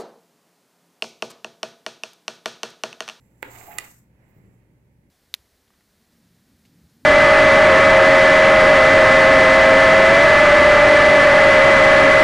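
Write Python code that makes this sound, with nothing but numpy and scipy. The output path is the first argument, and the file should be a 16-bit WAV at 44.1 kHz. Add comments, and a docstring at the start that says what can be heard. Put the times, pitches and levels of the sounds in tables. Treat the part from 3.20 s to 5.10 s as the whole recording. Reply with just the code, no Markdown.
"""A quiet room hums, heard by a close phone to the left of a paper-covered table.
At 0.23 s a plastic ruler lands and rings the table top, then its edge scrapes over the paper fibres.
At 0.58 s it clicks against a pencil, which knocks the table, rings briefly and skids away.
From 0.9 s a cat pads onto the table with soft thumps while a sleeve rustles as the arm draws back."""
import sys
import numpy as np
from scipy import signal
from scipy.fft import rfft, irfft, next_fast_len
from scipy.io import wavfile

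SR = 44100
rng = np.random.default_rng(int(sys.argv[2]) if len(sys.argv) > 2 else 0)


def file_out(sig):
    """Save sig as 16-bit WAV at sys.argv[1]."""
    # one column per channel
    cols = np.atleast_2d(sig).T
    # limit, then scale
    lim = np.clip(cols, -1, 1)
    pcm = np.round(lim * 32767).astype(np.int16)
    wavfile.write(sys.argv[1], SR, pcm)


N = 83790
T = np.arange(N) / SR


def undb(db):
    """Decibels to gain."""
    return 10 ** (np.asarray(db) / 20)


def unit(x):
    """Scale to rms 1."""
    return x / np.sqrt(np.mean(x ** 2))


def curve(rows):
    """Gain over time from (t/s, level/dB) points, silent outside them."""
    return undb(np.interp(T, *np.array(rows).T, left=-140, right=-140))


def swells(rows):
    """Gain over time, one Gaussian swell per (t/s, width/s, level/dB) row."""
    return sum(undb(db) * np.exp(-.5 * ((T - t_s) / width_s) ** 2) for t_s, width_s, db in rows)


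def walk(rate_hz):
    """Smooth random wander, spread near 1."""
    return np.interp(T * rate_hz, np.arange(N), rng.standard_normal(N))


def colour(x, points):
    """Minimum-phase filter through (f/Hz, gain/dB) points."""
    size = 2 * next_fast_len(N)
    hz, db = np.array(points, float).T
    bins_hz = np.fft.rfftfreq(size, 1 / SR)
    gain = undb(np.interp(np.log(bins_hz + 1), np.log(hz), db))
    cepstrum = irfft(np.log(gain))
    cepstrum[1:size // 2] *= 2
    cepstrum[size // 2 + 1:] = 0
    return irfft(rfft(x, size) * np.exp(rfft(cepstrum)))[..., :N]


def convolve(x, response):
    """Play x through an impulse response."""
    return signal.fftconvolve(x, response, axes=-1)[..., :N]


def noise_pair(alike_hz):
    """Noise at two microphones: alike in the bass, unrelated in the treble."""
    mid, side = rng.standard_normal((2, N))
    side = colour(side, [(alike_hz / 8, -15), (alike_hz / 2, -9), (alike_hz, 0)])
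    return unit(np.array([mid + side, mid - side]))


def place(x, room_db, shade=None):
    """A near sound, shaded at the left microphone, plus the room's diffuse echo."""
    default_shade = [(100, 2.5), (700, -1.5), (1300, -6), (2200, -18), (3200, -12), (4600, 0), (6600, -7.5),
                     (7700, -21), (9500, -23.5), (11500, -11), (14000, -5.5)]  # left microphone: f/Hz, gain/dB
    echo_colour = [(100, 9.5), (400, 3.5), (1000, -2.5), (2200, -9), (4000, -2), (8000, -13), (16000, -5.5)]  # f/Hz, gain/dB
    low_t60_s, treble_t60_s, delay_s, left_db = 0.35, 0.31, 0.01, -1
    x = x * np.ones((2, 1))
    noise = noise_pair(alike_hz=950)
    low = signal.sosfilt(signal.butter(2, 3500, fs=SR, output="sos"), noise)
    tail = low * undb(-60 * T / low_t60_s) + (noise - low) * undb(-60 * T / treble_t60_s)
    onset = np.clip(T / delay_s - 1, 0, 1)
    tail = unit(tail * onset) / np.sqrt(N)
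    echo = convolve(x, colour(tail, echo_colour)) * undb([[room_db + left_db], [room_db]])
    return np.array([colour(x[0], shade or default_shade), x[1]]) + echo


def contacts(rows):
    """One short push per (t/s, level/dB, contact/s) row; longer contacts are duller."""
    force = np.zeros(N)
    for t_s, db, contact_s in rows:
        push = np.exp(-(2.5 * (T - int(t_s * SR) / SR) / contact_s) ** 2)
        force += undb(db) * push / push.sum()
    return force


def ring(force, modes):
    """Decaying modes driven by a force."""
    response = sum(undb(db - 60 * T / t60_s) * np.cos(2 * np.pi * hz * T) for hz, db, t60_s in modes)
    return convolve(force, response)


def scatter(x, db, t60_s=0.054, rise_s=0.001):
    """Add dense, quickly fading reflections from nearby objects."""
    reflections = rng.standard_normal(N) * undb(-60 * T / t60_s) * np.minimum(T / rise_s, 1)
    return x + undb(db) * convolve(x, unit(reflections) / np.sqrt(N))


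def bend(x, delay_1khz_s=0.00033):
    """Bending waves bring the treble first: delay falls with the root of frequency."""
    khz = np.fft.rfftfreq(N, 1 / SR) / 1000
    lag_rad = 4 * np.pi * 1000 * delay_1khz_s * np.sqrt(khz)
    return irfft(rfft(x) * np.exp(-1j * lag_rad), N)


def friction(spectrum, grain_db, patchy_db):
    """Dense snags on fibres, in uneven patches."""
    snags = noise_pair(alike_hz=1270) * undb(grain_db * walk(2500) + patchy_db * walk(70))
    return unit(colour(snags, spectrum))


def background():
    """Low room noise and mains hum."""
    air_colour = [(15, -31.5), (25, -24), (49, -10), (123, 2), (236, -3.5), (416, -15), (591, -15),
                  (659, -34), (911, -20.5), (1190, -44), (1940, -33.5), (3250, -39), (4870, -41.5),
                  (13600, -39.5), (16000, -45.5)]  # room noise: f/Hz, gain/dB
    hum_tones = [(59.5, -67), (119.3, -64.5)]  # mains: f/Hz, level/dB
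    hum = sum(np.sqrt(2) * undb(db) * np.sin(2 * np.pi * (hz * T + rng.random())) for hz, db in hum_tones)
    air = undb(-60.5) * unit(colour(noise_pair(alike_hz=1100), air_colour))
    return air + hum


def sleeve():
    """Cloth rustles as the arm moves, sliding over the paper and now and then brushing it."""
    cloth_level = [(0, -71), (.15, -68), (.3, -64.5), (.88, -71.5), (1.02, -62.5), (1.16, -63.5),
                   (1.3, -66.5), (1.5, -70), (1.7, -72.5), (1.9, -73.5)]  # t/s, level/dB
    cloth_colour = [(150, 8), (600, 9), (1300, -0.5), (2050, 6.5), (2700, -2.5), (3500, -18), (5500, -24.5),
                    (16000, -25.5)]  # f/Hz, gain/dB
    slide_level = [(0, -68.5), (.12, -74.5), (.25, -65.5), (.9, -95), (1.08, -75.5), (1.2, -76.5),
                   (1.38, -76.5), (1.41, -86)]  # t/s, level/dB
    slide_colour = [(500, -30.5), (5000, -21.5), (6800, -8), (7600, 1.5), (8600, -14), (9500, -11.5),
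                    (11500, -5.5), (16000, -14.5)]  # f/Hz, gain/dB
    brushes = [(1.098, 0.012, -65), (1.152, 0.0087, -73), (1.18, .02, -68)]  # light touches: t/s, width/s, level/dB
    brush_colour = [(500, -33), (9000, -20), (12800, -21), (14200, -2), (15300, -9.5), (16000, -10)]  # f/Hz, gain/dB
    cloth = curve(cloth_level) * friction(cloth_colour, grain_db=2.0, patchy_db=0.76)
    slide = curve(slide_level) * friction(slide_colour, grain_db=-0.5, patchy_db=1.5)
    brush = swells(brushes) * friction(brush_colour, grain_db=-1.0, patchy_db=3.0)
    return place(cloth + slide + brush, room_db=-4.5)


def cat():
    """Padded steps thump the table, one dulled impulse each."""
    steps = [(.903, -16), (1.165, -4.5), (1.24, -5), (1.251, -9.5), (1.275, -15), (1.312, -12.5),
             (1.497, -14), (1.535, -14)]  # t/s, level/dB
    paw_colour = [(40, -18.5), (120, 5.5), (230, -6), (420, -9), (800, -29.5), (3000, -47), (16000, -53)]  # f/Hz, gain/dB
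    force = np.zeros(N)
    for t_s, db in steps:
        force[int(t_s * SR)] -= undb(db)
    return place(colour(force, paw_colour), room_db=1.5)


def pencil():
    """Struck by the ruler, the pencil gives a sharp wooden click, then skids over the paper."""
    # ruler clicks the pencil, pencil knocks the table and rebounds, then an early room echo
    clicks = [(.5831, -16, .00004), (.5851, 3.5, 0.000038), (.5866, 0.5, 0.00029), (.58712, -3.5, 0.00025),
              (.5991, -14.5, .00006), (.6066, -10.5, 0.00022)]  # t/s, level/dB, contact/s
    click_colour = [(100, -32.5), (450, -20.5), (1200, -27), (2100, -2.5), (3000, -13), (4400, -1.5),
                    (5600, -12.5), (7000, -0.5), (11800, -1), (13000, -15), (16000, -19)]  # f/Hz, gain/dB
    click_shade = [(100, -6), (900, -21), (1400, -6.5), (2000, -18.5), (3400, -2), (4600, -10),
                   (6600, -13.5), (7700, -11), (11000, -20.5), (14000, -6)]  # left microphone: f/Hz, gain/dB
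    pencil_modes = [(1240, -32, .035), (1850, -29, .012), (1985, -26.5, .03), (2200, -32, .008),
                    (2429, -30.5, .025), (2788, -28.5, .028), (3660, -31.5, .014), (5665, -45, .07),
                    (6660, -29, .014), (7535, -23.5, .016)]  # f/Hz, level/dB, t60/s
    skid_level = [(.59, -106), (.645, -49), (.7, -54.5), (.79, -61.5), (.83, -71), (.89, -86.5)]  # t/s, level/dB
    skid_colour = [(200, -3.5), (310, -1.5), (750, -7.5), (2000, 0.5), (3500, -18), (5500, -4), (7800, 4.5),
                   (10000, -6), (13000, 3), (16000, -11)]  # f/Hz, gain/dB
    force = bend(contacts(clicks))
    click = colour(scatter(force, db=-10), click_colour)
    ringing = undb(1) * ring(force, pencil_modes)
    skid = curve(skid_level) * friction(skid_colour, grain_db=-2.5, patchy_db=1.0)
    return place(click + ringing, room_db=-9.5, shade=click_shade) + skid


def ruler_landing():
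    """A corner grazes the paper, the ruler's blow rings the table, and a low room resonance swells."""
    graze_span = (.2248, .2305)  # start/s, end/s
    graze_colour = [(300, 6.5), (1500, 1.5), (4000, -5), (5800, -22), (7500, 7), (10500, -4), (15000, 3)]  # f/Hz, gain/dB
    knocks = [(.2286, 5.5, 0.00004), (.2305, -11.5, 0.00046)]  # landing and one bounce: t/s, level/dB, contact/s
    knock_colour = [(60, -29.5), (190, -23), (300, 1.5), (530, -1), (670, -14), (880, 0.5), (1180, -9.5),
                    (1600, 4.5), (2200, 5.5), (3200, -8.5), (5500, -26), (16000, -57)]  # f/Hz, gain/dB
    table_modes = [(308, -48, 0.11), (392, -53.5, 0.071), (522, -53.5, 0.088), (864, -38.5, 0.037),
                   (979, -49, 0.055), (1432, -38, .035), (1836, -45.5, .025), (1970, -39.5, 0.016)]  # f/Hz, level/dB, t60/s
    boom_hz, boom_db, boom_rise_s = 115.7, -51.5, 0.057
    grazing = (T > graze_span[0]) & (T < graze_span[1])
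    graze = undb(-35) * unit(colour(rng.standard_normal(N), graze_colour)) * grazing
    force = -contacts(knocks)
    knock = colour(scatter(force, db=-7.5), knock_colour) + ring(force, table_modes)
    age_s = np.maximum(T - knocks[0][0], 0)
    boom_gain = undb(boom_db) * age_s / boom_rise_s * np.exp(1 - age_s / boom_rise_s)
    boom = boom_gain * np.sin(2 * np.pi * boom_hz * age_s)
    return place(knock, room_db=-4) + place(graze, room_db=-4) + boom


def judder():
    """The ruler's edge sticks and slips: a rough rub of unsteady pitch and strength."""
    catches = [(.502, 0.018, -44.5)]  # t/s, width/s, level/dB
    centre_hz, wander_hz, width_hz = 785, 60, 85
    hz = centre_hz + wander_hz * walk(rate_hz=160)
    grip = walk(2 * width_hz) + 1j * walk(2 * width_hz)
    rub = np.real(grip * np.exp(2j * np.pi * np.cumsum(hz) / SR))
    return swells(catches) * unit(rub)


def ruler_scrape():
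    """The pressed edge hisses, rasps and sizzles over the paper, catching once, while the table drones."""
    hiss_level = [(.222, -61), (.27, -57.5), (.315, -48), (.38, -44), (.44, -45), (.51, -51), (.58, -54),
                  (.65, -58), (.72, -54), (.8, -105)]  # t/s, level/dB
    hiss_colour = [(2500, -22.5), (3700, -9), (4650, -10.5), (5800, -10), (6600, 0), (7100, 1), (7620, 9),
                   (8050, -5), (8450, 1.5), (9000, -10.5), (12200, -5), (13200, -2), (16000, -3)]  # f/Hz, gain/dB
    rasp_level = [(.23, -55), (.28, -49), (.314, -55), (.378, -42.5), (.44, -51), (.51, -46.5),
                  (.57, -49.5), (.63, -47), (.72, -65)]  # t/s, level/dB
    rasp_colour = [(200, -20), (900, -1), (1500, -0.5), (2050, 6), (2800, -2), (3300, -14), (6000, -34.5)]  # f/Hz, gain/dB
    drone_level = [(.23, -61.5), (.32, -51), (.39, -50), (.45, -49.5), (.5, -52), (.57, -48), (.64, -53),
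                   (.7, -80)]  # from weight on the table: t/s, level/dB
    drone_colour = [(60, -5), (130, -6.5), (230, -11), (400, -1.5), (600, -10.5), (720, 3.5), (920, -2),
                    (1200, -8.5), (2500, -21), (6000, -47.5)]  # f/Hz, gain/dB
    sizzle_level = [(.25, -68.5), (.32, -61.5), (.42, -55), (.53, -45), (.62, -52.5), (.72, -72)]  # top treble, swelling late: t/s, level/dB
    sizzle_colour = [(7000, -36), (12000, -4.5), (13200, 1), (16000, -3)]  # f/Hz, gain/dB
    hiss = curve(hiss_level) * friction(hiss_colour, grain_db=2, patchy_db=1.5)
    rasp = curve(rasp_level) * friction(rasp_colour, grain_db=5, patchy_db=-3.5)
    drone = curve(drone_level) * friction(drone_colour, grain_db=4.5, patchy_db=-0.5)
    sizzle = curve(sizzle_level) * friction(sizzle_colour, grain_db=4.0, patchy_db=2.5)
    return place(hiss + rasp + sizzle + drone + judder(), room_db=-4)


def scene():
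    """Everything on the table, and the room around it."""
    return ruler_landing() + ruler_scrape() + pencil() + sleeve() + cat() + background()


def record(dry):
    """The phone cuts the top of the treble."""
    cutoff_hz = 15900
    return signal.sosfilt(signal.ellip(10, .2, 80, cutoff_hz, fs=SR, output="sos"), dry)


dry = scene()
out = record(dry)
file_out(out)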